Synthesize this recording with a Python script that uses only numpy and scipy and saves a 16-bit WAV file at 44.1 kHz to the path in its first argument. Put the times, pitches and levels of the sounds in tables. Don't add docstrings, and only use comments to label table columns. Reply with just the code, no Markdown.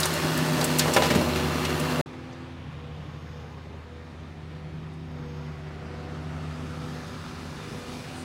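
import sys
import numpy as np
from scipy import signal
from scipy.fft import rfft, irfft, next_fast_len
from scipy.io import wavfile
from scipy.ndimage import uniform_filter1d, map_coordinates

SR = 44100
rng = np.random.default_rng(int(sys.argv[2]) if len(sys.argv) > 2 else 0)


def generate_wav(sig):
    pcm = np.round(np.clip(np.atleast_2d(sig).T, -1, 1) * 32767).astype(np.int16)
    wavfile.write(sys.argv[1], SR, pcm)


N = 363384
TIME = np.arange(N) / SR

# start_s, end_s
NEAR, FAR = (0, 2.013), (2.06, 8.24)

# time_s, firing_rate_hz
SPEED_NEAR = [(0, 85.54), (.4, 83.92), (1.35, 80.86), (2.01, 83)]
SPEED_FAR = [(2.06, 84.4), (2.55, 84.86), (2.75, 80.53), (3.9, 80.95), (5.02, 84.2), (5.27, 80.6),
             (6, 81.44), (6.25, 82.63), (7.05, 82.3), (7.42, 83.4), (7.66, 81), (8.02, 82.6), (8.24, 85.5)]
# time_s, exhaust_db, fan_db, pump_db, sixth_order_db
LINES_NEAR = [(0, -39.5, -35, -54, -54), (.4, -44, -29.5, -33.5, -59), (.78, -43.5, -30, -33, -39),
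              (1, -38, -34.5, -37, -39), (1.35, -34.5, -34.5, -34, -40), (1.6, -37.5, -36, -38.5, -47),
              (2.01, -41, -31, -34, -37)]
# time_s, exhaust_db, fan_db, pump_db
LINES_FAR = [(2.06, -53, -50, -47.5), (2.52, -46.5, -57, -45.5), (2.75, -45, -43, -56.5),
             (3.3, -44, -43.5, -59), (3.95, -45, -55.5, -58), (4.65, -45.5, -39.5, -60.5),
             (5.05, -44, -40.5, -48), (5.45, -43, -38, -48), (5.85, -43, -44, -56.5),
             (6.4, -41, -36, -43.5), (6.92, -44, -41, -45), (7.12, -46, -46, -50), (7.5, -47, -42.5, -54.5),
             (7.78, -54, -50.5, -50.5), (8.24, -45, -44.5, -41.5)]
# time_s, level_db
SIXTH_FAR = [(2.06, -54.5), (4.7, -54.5), (5.3, -51), (8.24, -49.5)]
# multiple_of_firing_rate, level_db (across the street: level when faced squarely)
OVERTONES_NEAR = [(4, -48), (5, -50), (7, -62.5), (9, -49), (12, -61)]
OVERTONES_FAR = [(4, -65.5), (5, -59), (7, -57.5), (9, -58.5), (12, -65), (15, -59.5)]
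# time_s, level_db
HUM_NEAR = [(0, -38), (.8, -50), (1.4, -37.5), (2.01, -41)]
HUM_FAR = [(2.06, -52.5), (3.2, -76), (4.6, -56.5), (5.702, -51), (8.24, -55)]
# low_hz, high_hz
BANDS = [(170, 230), (290, 450), (520, 950), (1050, 1600), (2000, 5000), (7000, 10000), (11500, 15500)]
# pitch_hz, relative_level_db
COLOUR_NEAR = [(25, -31.5), (45, -18.5), (75, -7.5), (130, 1), (200, 0), (330, 5), (430, -5.5), (600, -3.5),
               (1000, -2.5), (2000, -9), (4000, -14.5), (8000, -26), (11000, -31.5), (15500, -37.5)]
COLOUR_FAR = [(24, -45), (42, -5.5), (70, -8), (110, -0.5), (180, -1.5), (280, -6), (420, -8), (600, -13),
              (1300, -11.5), (2200, -15), (4800, -24), (6000, -30), (11000, -43), (13000, -50.5)]
# pitch_hz, width_hz, rise_above_colour_db
PANELS_NEAR = [(597, 24, 13), (830, 14, 6.5), (914, 20, 6), (1183, 19, 2), (1200, 25, 4.5), (1748, 12, 10),
               (2720, 40, 5), (2850, 120, 2.5), (3420, 57, 2.5), (3630, 120, -1.5), (4260, 92, 4.5)]
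PANELS_FAR = [(304, 5.7, 3.7), (786, 11, 4.4), (967, 4.7, 1), (1110, 31, 1.8), (1742, 13, 5.1),
              (1860, 12, 2), (2430, 40, 1.7), (3660, 210, 2.6), (6370, 73, 3.1)]
# level_db at no flow or facing away, gain_db at full flow or facing, curvature
REGISTERS_NEAR = [(-40, -1.5, 1), (-37.5, 1, .8), (-35.5, 0, 0.69), (-39, 3, 0.5), (-39, 4.5, 1.2),
                  (-49.5, 12, 2.1), (-55, 10.5, .8)]
REGISTERS_FAR = [(-52.5, 5.5, 2), (-55.5, 5.4, 0.86), (-55, 5.9, 0.48), (-57.5, 5.7, 0.53), (-58, 9.3, 1.1),
                 (-76.5, 19.3, 1.43), (-85, 20, 1.9)]
# time_s, flow (0-1)
POUR = [(0, .9), (.25, 0.59), (.7, 0.71), (1, 0.77), (1.2, 0.46), (1.55, 0.26), (2.01, 0.2)]
# time_s, facing (0-1)
FACING = [(2.06, 0.39), (2.3, 0.34), (2.652, 0.09), (3.6, 0), (4.4, 0), (5.1, 0.01), (5.9, 0.38),
          (6.9, 0.79), (7.5, 0.83), (7.95, 0.97), (8.24, 0.88)]
# start_s, level_db, pitch_hz
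STONES = [(.002, -14.5, 8030), (.0315, -11, 4180), (.0558, -14, 7500), (.137, -21, 9000), (.375, -22, 9550),
          (0.612, -14.5, 4660), (0.6423, -12.5, 8560), (.786, -11.5, 9604), (0.7931, -6.5, 5610),
          (0.9362, -14.5, 6480), (.945, -12.5, 4700), (0.9654, -13.5, 4450), (1.0216, -16, 3560),
          (1.059, -21, 5200), (1.154, -22, 6980), (1.648, -39, 8000), (1.7983, -23, 7830)]
# start_s, level_db, pitch_hz, t60_s
CLODS = [(.577, -18.5, 260, 0.17), (.6125, -21, 650, 0.31), (.797, -15.5, 2180, 0.17),
         (.858, -20, 597, 0.21), (.876, -18, 477, 0.23), (.964, -6, 1130, 0.073), (.973, -14, 550, .13),
         (1.002, -25, 650, 0.082), (1.022, -13.5, 740, 0.13), (1.032, -18, 2400, 0.28),
         (1.1021, -16, 1898, 0.15), (1.109, -13.5, 251, .18), (1.1494, -18.5, 2000, 0.13),
         (1.158, -13.5, 210, 0.26), (1.178, -22, 183, .5), (1.21, -18.5, 444, 0.2),
         (1.3589, -25, 2203, 0.22), (1.6504, -19.5, 2660, 0.078), (1.99, -22.5, 560.4, .12)]
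# pitch_hz, relative_level_db, t60_s
BED = [(184.3, 1, 0.35), (221, 0, .25), (364, -14, .18), (453, -4.5, 0.43), (537, 2, 0.24),
       (600, 4.5, 0.25), (625, -1.5, 0.32), (794, -4, .22), (997, -1.5, 0.21), (1726, -3.5, .14),
       (2130, -3, .14), (2630, -12, .2), (2864, -4, .3), (3310, -12, .25), (3650, -6.5, .1)]
# peak_s, level_db
WHISTLES = [(3.35, -72.5), (5.35, -71.5), (7, -67)]
# pitch_hz, width_hz, relative_level_db
WHISTLE_BANDS = [(5004, 670, 5.5), (6480, 180, 0.5), (12500, 1900, -8)]
# peak_s, level_db, pitch_hz, width_hz, length_s
STREET_NOISES = [(2.332, -58, 5600, 1200, .006), (2.821, -58.5, 2880, 700, 0.38),
                 (4.94, -70, 8500, 2000, .008), (6.542, -57, 4900, 70.2, 0.017),
                 (7.929, -49, 3995, 1099, .04), (8.184, -54, 8600, 1102, .04)]

FAN_RATIO = 1.868
HUM_NEAR_HZ, HUM_FAR_HZ, HUM_DRIFT_HZ = 370, 379.5, 1.2
SIXTH_LOAD_DB_PER_HZ = 1.4
THROB_PEAK_S, THROB_HZ, THROB_SLOWING_HZ_PER_S = 2.862, 1.9, 0.197
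THROB_BEAT = 0.44
RASP_HZ, RASP_WIDTH_HZ, RASP_DB, RASP_FACED_S, RASP_PASS_S = 1280, 210, -51, 6.83, 0.78
STONE_T60_S = 0.058
CLOD_THUD_DB, BED_RING_DB = -1, -14.5
GRAVEL_DB, GRAVEL_SPREAD_DB, GRAVEL_LOW_HZ, GRAVEL_RANGE = -33, 3, 1990, 3.3
MOTOR_HZ, MOTOR_SAG_HZ_PER_S, MOTOR_DB = 24.05, 1.1, -50
MOTOR_STOP_S, MOTOR_FADE_DB_PER_S = 3.72, 45
WHISTLE_S = 0.21
EDGE_HZ = 15850


def near_machine():
    turns = np.cumsum(follow(SPEED_NEAR)[0]) / SR
    blades = FAN_RATIO * turns
    exhaust_db, fan_db, pump_db, sixth_db = follow(LINES_NEAR)
    lines = tone(turns, exhaust_db, rough=0.23)
    lines += tone(3 * turns, pump_db, rough=0.26)
    lines += tone(6 * turns, sixth_db, rough=0.14)
    lines += overtones(turns, OVERTONES_NEAR, rough=0.44)
    lines += tone(blades, fan_db, rough=0.23)
    lines += tone(2 * blades, fan_db - 16, rough=0.63)
    lines += tone(3 * blades, fan_db - 13.5, rough=0.12)
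    lines += hum(HUM_NEAR_HZ, HUM_NEAR, rough=0.35)
    drive = combustion(turns, knock=0.18, repeat=0.64, uneven=2.2, width=0.39)
    return lines + roar(drive, REGISTERS_NEAR, POUR, COLOUR_NEAR, PANELS_NEAR, patchy_db=0.5, flicker_db=0.5)


def far_machine():
    hz, facing = follow(SPEED_FAR)[0], follow(FACING)[0]
    turns = np.cumsum(hz) / SR
    blades = FAN_RATIO * turns
    exhaust_db, fan_db, pump_db = follow(LINES_FAR)
    lines = tone(turns, exhaust_db, rough=0.17)
    lines += tone(3 * turns, pump_db, rough=0.21)
    sixth_db = follow(SIXTH_FAR)[0] + SIXTH_LOAD_DB_PER_HZ * (np.median(hz) - hz)
    lines += throb() * tone(6 * turns, sixth_db, rough=0.096)
    panel_db = np.interp(hz, [83, 84.3], [-68, -51])
    lines += tone(4 * turns, panel_db, rough=0.16)
    lines += amp(9.8 * (facing - 1.0)) * overtones(turns, OVERTONES_FAR, rough=0.66)
    lines += tone(blades, fan_db, rough=0.12)
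    lines += tone(2 * blades, fan_db - 20.0, rough=0.45)
    lines += hum(HUM_FAR_HZ, HUM_FAR, rough=0.05)
    drive = combustion(turns, knock=0.073, repeat=0.44, uneven=1.9, width=0.51)
    lines += rasp(combustion(turns, knock=0.33, repeat=0.75, uneven=2, width=0.3))
    return lines + roar(drive, REGISTERS_FAR, FACING, COLOUR_FAR, PANELS_FAR, patchy_db=1.0, flicker_db=0.35)


def combustion(turns, knock, repeat, uneven, width):
    cylinder = turns.astype(int) % 6
    force_db = uneven * evened(np.array([0.29, -1, 0, 1.0, -2, 0.83]))
    force = amp(force_db)[cylinder]
    burst = evened(force * np.exp(-(turns % 1) / width))
    cycle = rng.standard_normal(round(SR * 6 / 82))
    recurring = cycle[(turns / 6 % 1 * len(cycle)).astype(int)]
    noise = rng.standard_normal(N) + repeat * recurring
    return evened(noise * (1 + knock * burst))


def roar(drive, rows, control, colour, panels, patchy_db, flicker_db):
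    hz, t, z = signal.stft(drive, SR, nperseg=2048, noverlap=1536)
    log_hz = np.log(hz + 1)
    f, db = np.transpose(colour)
    colour_db = np.interp(log_hz, np.log(f), db)
    panel_db = sum(rise / (1 + (2 * (hz - centre) / width) ** 2) for centre, width, rise in panels)
    body = amp(colour_db + panel_db)
    in_band = [body[(hz > low) & (hz < high)] for low, high in BANDS]
    own_db = np.array([10 * np.log10(np.sum(part ** 2) / len(hz)) for part in in_band])
    centres = np.log(BANDS).mean(1)
    blend = np.array([np.interp(log_hz, centres, row) for row in np.eye(len(BANDS))])
    field_db = blend.T @ (registers(rows, follow(control, t)[0]) - own_db[:, None])
    field_db += 1.4 * reflections(hz, t)
    patches = uniform_filter1d(rng.standard_normal(z.shape), size=24, axis=0)
    patches = evened(uniform_filter1d(patches, size=7, axis=1))
    spectrum = z * body[:, None] * amp(field_db + patchy_db * patches)
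    out = signal.istft(spectrum, SR, nperseg=2048, noverlap=1536)[1][:N]
    return out * amp(flicker_db * wander(25))


def registers(rows, control):
    control = np.maximum(control, 1e-3)
    return np.array([db + gain_db * control ** curvature for db, gain_db, curvature in rows])


def reflections(hz, t, spacing_hz=35, drift_s=0.6):
    grid = rng.standard_normal((round(hz[-1] / spacing_hz) + 2, round(t[-1] / drift_s) + 2))
    places = np.meshgrid(hz / spacing_hz, t / drift_s, indexing="ij")
    return evened(map_coordinates(grid, places, order=1))


def overtones(turns, rows, rough):
    return sum(tone(round(k) * turns, db, rough, flutter_hz=4) for k, db in rows)


def hum(hz, levels, rough):
    turns = np.cumsum(hz + HUM_DRIFT_HZ * wander(2)) / SR
    return tone(turns, follow(levels)[0], rough)


def throb():
    t = TIME - THROB_PEAK_S
    beat = np.exp(2j * np.pi * (THROB_HZ * t - THROB_SLOWING_HZ_PER_S * t ** 2 / 2))
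    return (abs(1 + THROB_BEAT * beat) / (1 + THROB_BEAT)) ** 3


def rasp(drive):
    nasal = evened(shaped(drive, lambda f: np.exp(-((f - RASP_HZ) / RASP_WIDTH_HZ) ** 2 / 2)))
    return amp(RASP_DB) * nasal * np.exp(-((TIME - RASP_FACED_S) / RASP_PASS_S) ** 2 / 2)


def load():
    out = np.zeros(N)
    for s, db, hz in STONES:
        add(out, s, clack(db, hz, STONE_T60_S))
    for s, db, hz, t60 in CLODS:
        add(out, s, impact(db + CLOD_THUD_DB, hz, t60, octaves=0.93, skirt_db=-14, grit=5.0))
        add(out, s, amp(db + BED_RING_DB) * bed_ring(hz))
    for chance, size, pitch, when in rng.random((70, 4)):
        s = when * NEAR[1]
        if chance < follow(POUR, s)[0]:
            db = GRAVEL_DB + GRAVEL_SPREAD_DB * size
            add(out, s, clack(db, GRAVEL_LOW_HZ * GRAVEL_RANGE ** pitch, t60=0.035))
    return out


def clack(db, hz, t60):
    t = np.arange(SR // 3) / SR
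    pitch, phase = rng.standard_normal((2, 7, 1))
    mode_hz = hz * 2 ** (0.38 * np.tanh(pitch))
    modes = np.sin(2 * np.pi * (mode_hz * t + phase)).sum(0)
    ring = amp(db - 13 - 60 * t / t60) * evened(modes)
    return ring + impact(db - 4.5, hz, 0.86 * t60, octaves=0.79, skirt_db=-14.0, grit=2.4)


def impact(db, hz, t60, octaves, skirt_db, grit):
    t = np.arange(SR // 3) / SR
    noise, sizes = rng.standard_normal((2, len(t)))

    def colour(f):
        hump = np.exp(-(np.log2((f + 1) / hz) / octaves) ** 2 / 2)
        return hump + amp(skirt_db) * f / (f + hz) / (1 + f / (4 * hz))

    contacts = evened(shaped(noise * amp(grit * sizes), colour))
    onset = 1 - np.exp(-t / 0.00026)
    return amp(db) * contacts * amp(-60 * t / t60) * onset / 2


def bed_ring(hz):
    t = np.arange(SR // 2) / SR
    ring = np.zeros(len(t))
    for f, mode_db, t60 in BED:
        level_db = mode_db - 3 * np.log2(f / hz) ** 2
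        ring += amp(level_db - 60 * t / t60) * np.sin(2 * np.pi * f * t)
    return ring


def motor():
    turns = np.cumsum(MOTOR_HZ - MOTOR_SAG_HZ_PER_S * (TIME - FAR[0])) / SR
    db = MOTOR_DB - MOTOR_FADE_DB_PER_S * np.maximum(TIME - MOTOR_STOP_S, 0)
    return tone(6 * turns, db, rough=0.17) + tone(5 * turns, db - 2.0, rough=0.13)


def street():
    out = sum(hiss(*row) for row in STREET_NOISES)
    for s, db in WHISTLES:
        for hz, width, band_db in WHISTLE_BANDS:
            out += hiss(s, db + band_db, hz, width, WHISTLE_S)
    return out


def hiss(s, db, hz, width, length):
    fizz = evened(shaped(rng.standard_normal(N), lambda f: np.exp(-((f - hz) / width) ** 2 / 2)))
    return amp(db) * fizz * np.exp(-((TIME - s) / length) ** 2 / 2)


def tone(turns, db, rough, flutter_hz=14):
    size = 1 + rough * wander(flutter_hz)
    phase = 2 * np.pi * turns + rough * wander(flutter_hz)
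    return np.sqrt(2) * amp(db) * size * np.sin(phase)


def wander(hz):
    knots = signal.resample_poly(rng.standard_normal(800), 8, 1)
    return evened(np.interp(TIME * hz * 16, np.arange(len(knots)), knots))


def amp(db):
    return 10 ** (np.asarray(db) / 20)


def evened(x):
    return x / np.sqrt(np.mean(x ** 2) + 1e-20)


def follow(rows, t=TIME):
    s, *columns = np.transpose(rows)
    return [np.interp(t, s, column) for column in columns]


def add(mix, s, sound):
    part = mix[max(round(s * SR), 0):][:len(sound)]
    part += sound[:len(part)]


def shaped(x, gain):
    size = next_fast_len(len(x))
    return irfft(rfft(x, size) * gain(np.fft.rfftfreq(size, 1 / SR)), size)[:len(x)]


def low_cut(x, hz):
    return shaped(x, lambda f: 1 / np.sqrt(1 + (hz / (f + 1)) ** 8))


def during(span):
    is_open = (TIME >= span[0]) & (TIME <= span[1])
    return uniform_filter1d(is_open.astype(float), size=60)


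def scene():
    near = low_cut(near_machine() + load(), 52)
    far = low_cut(far_machine() + motor() + street(), 36)
    return (near * during(NEAR) + far * during(FAR))[None]


def record(dry):
    low_pass = signal.firwin(511, EDGE_HZ, window=("kaiser", 9), fs=SR)
    return signal.oaconvolve(dry, low_pass[None], "same")


dry = scene()
out = record(dry)
generate_wav(out)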